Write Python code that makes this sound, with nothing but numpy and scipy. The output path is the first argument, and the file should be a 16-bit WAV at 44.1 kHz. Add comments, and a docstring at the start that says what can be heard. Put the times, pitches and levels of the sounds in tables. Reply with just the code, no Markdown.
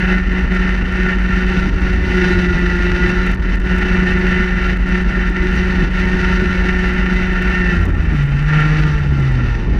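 """A two-stroke racing kart, heard from a camera bolted to its side pod. From the start the engine drones
through the frame near top revs and sets the mount buzzing and rattling, over chassis shudder and wind.
The frame thrums in a bend at 1.5 s, on a kerb at 3.5 s and in a second bend at 5.5 s. At 7.5 s the
throttle closes: the chain whines and the revs sag across a rougher kerb. They pick up briefly at 8.5 s,
then the chain whines again and the engine sinks away into a last bend."""
import sys
import numpy as np
from scipy import signal
from scipy.fft import rfft, irfft, next_fast_len
from scipy.io import wavfile
from scipy.ndimage import uniform_filter1d, minimum_filter1d, map_coordinates

SR = 44100
rng = np.random.default_rng(int(sys.argv[2]) if len(sys.argv) > 2 else 0)


def transcribe(u):
    """Save the signal u as a 16-bit wav file named by the first command-line argument.

    u: samples, shape (n,) or (channels, n), limited to [-1, 1]; the rate is SR.
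    q: integer samples, one column per channel.
    """
    v = np.clip(np.atleast_2d(u).T, -1, 1)
    q = np.round(v * 32767).astype(np.int16)
    wavfile.write(sys.argv[1], SR, q)


N = 431738
TIME = np.arange(N) / SR

# The bright colour of a tick on the case. Each row: frequency in Hz, level in dB.
TICK_COLOUR = [(500, -16.5), (3000, -1.5), (7000, 5), (10500, -2.5), (13300, -2), (14500, -10)]


def drone(turns, first_db, second_db):
    """The piston shakes the frame once and twice a turn."""
    first = unit(crank_order(turns, 1, flutter_db=1.3, wobble=0.14, rate=40))
    second = unit(crank_order(turns, 2, flutter_db=2.5, wobble=0.33, rate=45))
    return first * undb(first_db) + second * undb(second_db)


def frame_lift_db(hz):
    """The frame's resonances swell a crank harmonic as it slides through them."""
    # Each row: centre in Hz, width in Hz, lift in dB.
    modes = [(135.2, 35.3, 12.5), (248, 31, 15.5), (349.2, 65, 10.5)]
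    return sum(lift * np.exp(-(2 * (hz - centre) / width) ** 2) for centre, width, lift in modes)


def mount(turns, shake_db, bend):
    """The mount buzzes with crank and chain, knocks at both ends of its play and scrapes in between."""
    knock_out = knocks(turns, lag=0.2867, scatter=0.0784, spread_db=2)
    knock_back = knocks(turns, lag=0.8, scatter=0.0785, spread_db=4.5)
    scrape = rng.standard_normal(N) * (1 + 0.099 * np.cos(2 * np.pi * turns))
    rattle = ring_case(unit(knock_out - knock_back) + undb(5.5) * scrape)
    rattle += buzz(turns) * undb(-4.5 + 0.32 * shake_db)
    rattle *= undb(1.2 * walk(110))  # bumps press and release the joint
    rattle /= np.sqrt(uniform_filter1d(rattle ** 2, size=2600))  # buzz and rattle share one energy
    # Harder contact gives the knocks a brighter edge.
    edge = signal.sosfiltfilt(signal.butter(6, 3250, "high", fs=SR, output="sos"), rattle)
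    edge_db = -42.5 + 0.83 * shake_db + 2.33 * bend + 0.88 * walk(25)
    rattle_db = -23.5 + 0.82 * shake_db - 0.6 * bend
    return (unit(rattle - edge) + chain(turns)) * undb(rattle_db) + unit(edge) * undb(edge_db)


def buzz(turns):
    """High crank harmonics ring the mount and case."""
    # Each row: multiple of the crank speed, level in dB.
    overtones = [(8, 2), (9, -2), (10, -16), (11, 2.5), (12, -2.5), (13, -12), (14, -12), (15, -5),
                 (16, -5.5), (20, -12.5), (22, 0)]
    # The buzz also repeats every four turns. Each entry: an in-between multiple of the crank speed.
    quarter_orders = [7.5, 9.25, 9.75]
    partials = overtones + [(k, -3.5) for k in quarter_orders]
    drive = sum(undb(db) * crank_order(turns + rng.random(), k, flutter_db=3.5, wobble=0.23, rate=24)
                for k, db in partials)
    return ring_case(drive)


def ring_case(drive):
    """Mount and case ring as one body, so a tone sings out while it crosses a resonance."""
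    # Their broad colour. Each row: frequency in Hz, level in dB.
    colour = [(200, -9.5), (450, -3), (850, -6.5), (1060, -9.5), (1260, -10), (1500, 0.5), (2100, 1),
              (2450, -3.5), (2980, -6.5), (3220, -18.5), (4500, -22), (6200, -25), (7200, -36.5),
              (10500, -41.5), (13300, -49.5), (15000, -63)]
    # Their resonances. Each row: centre in Hz, width in Hz, lift in dB.
    modes = [(828, 120, 5.5), (1185, 74, 8), (1366.3, 96, 13.5), (1427.4, 33.4, 6.5), (1675, 83, 0.5),
             (1808, 107, 10.5), (1956, 98, 6), (2673, 152, 7.5), (3048, 83, 6.5), (3620, 350, 8),
             (3980, 110, 5.5), (4480, 180, 6), (4910, 180, 4), (5774, 220, 7)]
    return body(drive, colour, modes)


def contact():
    """Gain of the rattle: 1, but for the instants when it breaks off."""
    # Each row: time in seconds, depth in dB.
    breaks = [(.29, -10), (1.165, -12), (3.347, -12), (3.367, -21), (3.391, -8), (3.414, -9), (3.566, -13),
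              (3.592, -16), (4.781, -9), (5.041, -10), (5.308, -4), (7.873, -17)]
    return undb(sum(bump(s, half_s=0.0027, db=db) for s, db in breaks))


def chain(turns):
    """Links strike the ten sprocket teeth, harder once a turn; a shrill partner sounds a fifth above."""
    # Off throttle the wheels drive the chain and it whines.
    # Each row: start in seconds, end in seconds, rise in dB.
    lift_offs = [(7.54, 7.76, 14), (9.12, 9.33, 15)]
    mesh = crank_order(turns, 10, flutter_db=2.5, wobble=0.42, rate=50)
    partner = crank_order(turns, 15, flutter_db=3, wobble=0.6, rate=55)
    whine = (mesh + undb(-2) * partner) * (1 + 0.4 * np.cos(2 * np.pi * turns))
    return ring_case(whine) * undb(-14 + spells(lift_offs, ease_s=0.032))


def exhaust(turns, level_db):
    """The thin note of the pipe behind the seat; its harmonics slide through the pipe's resonances."""
    # Each row: frequency in Hz, level in dB.
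    pipe_colour = [(330, -11), (460, 5), (560, -9), (690, -18.5), (770, -3), (910, 1), (1010, -11.5),
                   (1100, -9.5), (1230, -12), (1330, -5), (1460, 1), (1700, -21)]
    note = sum(crank_order(turns + rng.random(), k, flutter_db=3, wobble=0.4, rate=32)
               for k in range(3, 9))
    return body(note, pipe_colour) * undb(level_db)


def chatter(turns, crank_hz, level_db):
    """Something small and hard ticks unevenly on the case once a turn; the ticks stop near the end."""
    ticks = body(knocks(turns, lag=0.54, scatter=0.06, spread_db=6), TICK_COLOUR)
    gate = np.clip((crank_hz - 128.2) / 2 + 1, 0, 1)
    return ticks * gate * undb(level_db)


def hard_ticks():
    """Now and then the small, hard thing strikes the case with much more force."""
    # Each row: time in seconds, relative level in dB.
    strikes = [(3.2665, -33), (3.3159, -35), (3.3479, -37), (3.5543, -43), (3.6014, -39), (3.7838, -34),
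               (4.7721, -40), (6.9395, -43), (7.424, -33), (7.855, -34)]
    s, db = np.transpose(strikes)
    ticks = body(clicks(np.round(s * SR), undb(db)), TICK_COLOUR)
    return ticks / np.abs(ticks).max() * undb(db.max() + 9.5)


def wheel_throb(turns, crank_hz):
    """An unbalanced wheel throbs once a revolution, with the square of its speed."""
    gear = 7.45  # crank turns for one turn of the wheel
    return (crank_hz / crank_hz.max()) ** 2 * np.cos(2 * np.pi * turns / gear + walk(6))


def shudder(level_db):
    """The road bounces the chassis: a deep shudder, compressed to an even level."""
    # The deep colour of the bounce. Each row: frequency in Hz, level in dB.
    colour = [(10, -36), (22, -20.5), (32, -11), (42, -4.5), (56, -1.5), (68, -15), (100, -23.5),
              (250, -44), (4000, -110)]
    # Its resonance. The row: centre in Hz, width in Hz, lift in dB.
    modes = [(45.5, 17.3, 8.5)]
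    bounce = body(rng.standard_normal(N), colour, modes)
    swing = signal.hilbert(bounce, next_fast_len(N))[:N]
    power = uniform_filter1d(np.abs(swing) ** 2, size=6000)
    return unit(swing.real / np.sqrt(0.27 + power)) * undb(level_db)


def thrum(bend, kerb):
    """Bends and kerbs set the frame thrumming; a kerb also pushes the pitch up."""
    pitch_hz = 76.35 + 11 * kerb ** 2
    cycles = np.cumsum(pitch_hz) / SR
    tone = undb(2.64 * walk(20)) * np.sin(2 * np.pi * cycles + 1.76 * walk(18))
    return unit(tone) * undb(-31 + 7.6 * bend + 17 * kerb)


def buffet(level_db):
    """Wind and tyre roar beat on the case in quick gusts."""
    # Each row: frequency in Hz, level in dB.
    colour = [(60, -17.5), (110, -0.5), (150, 6), (205, 5.5), (260, 1.5), (330, -0.5), (390, -4.5),
              (470, -12), (700, -18), (1200, -19.5), (12000, -77)]
    gusts = rng.standard_normal(N) * undb(2.53 * walk(35))
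    return body(gusts, colour) * undb(level_db)


def crank_order(turns, multiple, flutter_db, wobble, rate):
    """A tone at a multiple of the crank speed; uneven combustion shakes its level and phase (radians)."""
    flutter = undb(flutter_db * walk(rate))
    return np.sqrt(2) * flutter * np.sin(2 * np.pi * multiple * turns + wobble * walk(rate))


def knocks(turns, lag, scatter, spread_db):
    """One knock each crank turn, lag turns after the firing, uneven in time and force."""
    timing, force = rng.standard_normal((2000, 2)).T
    at_turn = np.arange(len(timing)) + lag + scatter * timing
    return clicks(np.interp(at_turn, turns, np.arange(N)), undb(spread_db * force))


def clicks(places, sizes):
    """Impulses at fractional sample places."""
    inside = (places > 0) & (places < N - 2)
    whole, part = np.divmod(places[inside], 1)
    whole, sizes = whole.astype(int), sizes[inside]
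    return np.bincount(whole, sizes * (1 - part), N) + np.bincount(whole + 1, sizes * part, N)


def body(drive, colour, modes=()):
    """Ring a body that has a broad colour with resonant peaks on it; the result has rms 1."""
    size = 16384
    hz = np.maximum(np.arange(size // 2 + 1) * SR / size, 1)
    colour_hz, colour_db = np.transpose(colour)
    db = np.interp(np.log(hz), np.log(colour_hz), colour_db)
    for centre, width, lift in modes:
        db += lift / (1 + (2 * (hz - centre) / width) ** 2)
    cepstrum = irfft(np.log(undb(db)))[:size // 2]
    cepstrum[1:] *= 2  # minimum phase: the ring follows the strike
    response = irfft(np.exp(rfft(cepstrum, size)))
    return unit(signal.fftconvolve(drive, response)[:N])


def walk(rate):
    """A random drift of rms 1 that changes about rate times a second."""
    steps = rng.standard_normal(8192)
    return unit(map_coordinates(steps, [TIME * rate], order=1, mode="wrap"))


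def spells(table, ease_s):
    """Rows of start, end and strength as one control that eases in, holds and eases out."""
    ramp = lambda s: np.clip(0.5 + (TIME - s) / ease_s, 0, 1)
    return sum(strength * (ramp(start) - ramp(end)) for start, end, strength in table)


def bump(s, half_s, db):
    """A smooth rise or dip in dB around time s, at half its size half_s to either side."""
    return db * np.cos(np.pi / 2 * np.clip((TIME - s) / (2 * half_s), -1, 1)) ** 2


def undb(db):
    """Decibels to gain."""
    return 10 ** (np.asarray(db) / 20)


def unit(x):
    """Scale to rms 1."""
    return x / np.sqrt(np.mean(x ** 2))


def scene():
    """Crank speed, shake, bends and kerbs drive the layers; all meet at one microphone in the case."""
    # The revs, one firing a turn. Each row: time in seconds, crank speed in Hz.
    revs = [(0, 184.4), (1, 184.6), (2.1, 183.5), (2.5, 178.6), (2.8, 177.1), (3.4, 183.4), (4.2, 182.7),
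            (5.2, 183), (7.45, 183.5), (7.62, 181.3), (7.8, 171.9), (8, 163.1), (8.22, 142), (8.35, 140.3),
            (8.5, 150.7), (8.8, 153.4), (9.2, 137.5), (9.4, 124), (9.79, 101.8)]
    # How hard the engine shakes the mount. Each row: time in seconds, dB against steady full throttle.
    shake = [(0.0, 1.5), (1.58, 0.56), (2.01, -4.5), (2.22, 8), (2.43, 1.1), (3.25, 0.6), (3.42, -6.5),
             (3.81, 2.1), (4.34, 4), (4.52, -0.1), (5.7, 0.6), (6.29, 2), (7.77, 0.3), (7.89, -8),
             (8.43, -9), (8.56, 6), (9.09, -9.5), (9.55, -6), (9.79, -9)]
    # Brief dips and swells of the shake. Each row: centre in seconds, half width in seconds, change in dB.
    lulls = [(0.27, 0.065, -6), (0.46, 0.039, -8), (0.835, 0.094, -5), (1.212, 0.05, -4.5),
             (1.712, 0.042, -7), (3.386, 0.027, -7.5), (3.596, 0.049, -7), (4.801, 0.058, -6.5),
             (5.068, 0.032, -4.5), (5.326, 0.025, -5), (5.89, 0.048, -7), (9.688, 0.08, -5.5)]
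    surges = [(0.117, 0.024, 4.5), (1.099, .04, 3.5), (3.05, 0.054, 4), (4.97, .04, 3), (8.198, 0.03, 3.5),
              (8.833, .08, 2)]
    # Bends load the frame sideways. Each row: start in seconds, end in seconds, load.
    bends = [(1.45, 3.3, 1), (5.45, 6.85, 0.77), (8.7, 10.2, 1.12)]
    # Rides over the kerb. Each row: start in seconds, end in seconds, roughness.
    kerbs = [(3.5, 4.25, .33), (7.74, 8.18, 0.796)]
    crank_hz = np.interp(TIME, *np.transpose(revs))
    turns = np.cumsum(crank_hz) / SR
    bend, kerb = spells(bends, ease_s=0.4), spells(kerbs, ease_s=0.2)
    lull_db = sum(bump(*row) for row in lulls)
    shake_db = np.interp(TIME, *np.transpose(shake)) + lull_db + sum(bump(*row) for row in surges)
    swell_db = 0.72 * shake_db - 0.51 * bend + frame_lift_db(crank_hz)  # of the drone's fundamental
    second_db = -37.5 + 1.14 * shake_db + 2.2 * bend + frame_lift_db(2 * crank_hz) + 0.28 * lull_db

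    throb = wheel_throb(turns, crank_hz)
    engine = drone(turns, first_db=-20.5 + swell_db, second_db=second_db)
    engine *= 1 + 0.28 * throb  # the wheel rocks the engine's load on the frame
    engine += exhaust(turns, level_db=-40 + 0.6 * shake_db + 3.3 * bend)
    ticks = chatter(turns, crank_hz, level_db=-62 + 0.78 * swell_db + 5.6 * kerb)
    waver_db = 1.22 * walk(22)  # the road makes the rattle waver
    rattle = contact() * (mount(turns, shake_db + waver_db, bend) + ticks) + hard_ticks()
    # Shudder and wind recede as the drone swells.
    road = undb(-28) * throb + shudder(level_db=-17 - 0.35 * swell_db) + thrum(bend, kerb)
    wind = buffet(level_db=-27 + 1.95 * bend + 5.8 * kerb - 0.067 * swell_db)
    return (engine + rattle + road + wind)[None]


def record(dry):
    """A look-ahead limiter holds the peaks down; the top is cut."""
    ceiling, window_samples, top_hz = 0.76, 900, 15400
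    gain = minimum_filter1d(ceiling / np.maximum(np.abs(dry), ceiling), size=window_samples)
    limited = dry * uniform_filter1d(gain, size=window_samples)
    return signal.sosfilt(signal.ellip(8, 0.2, 70, top_hz, fs=SR, output="sos"), limited)


dry = scene()
out = record(dry)
transcribe(out)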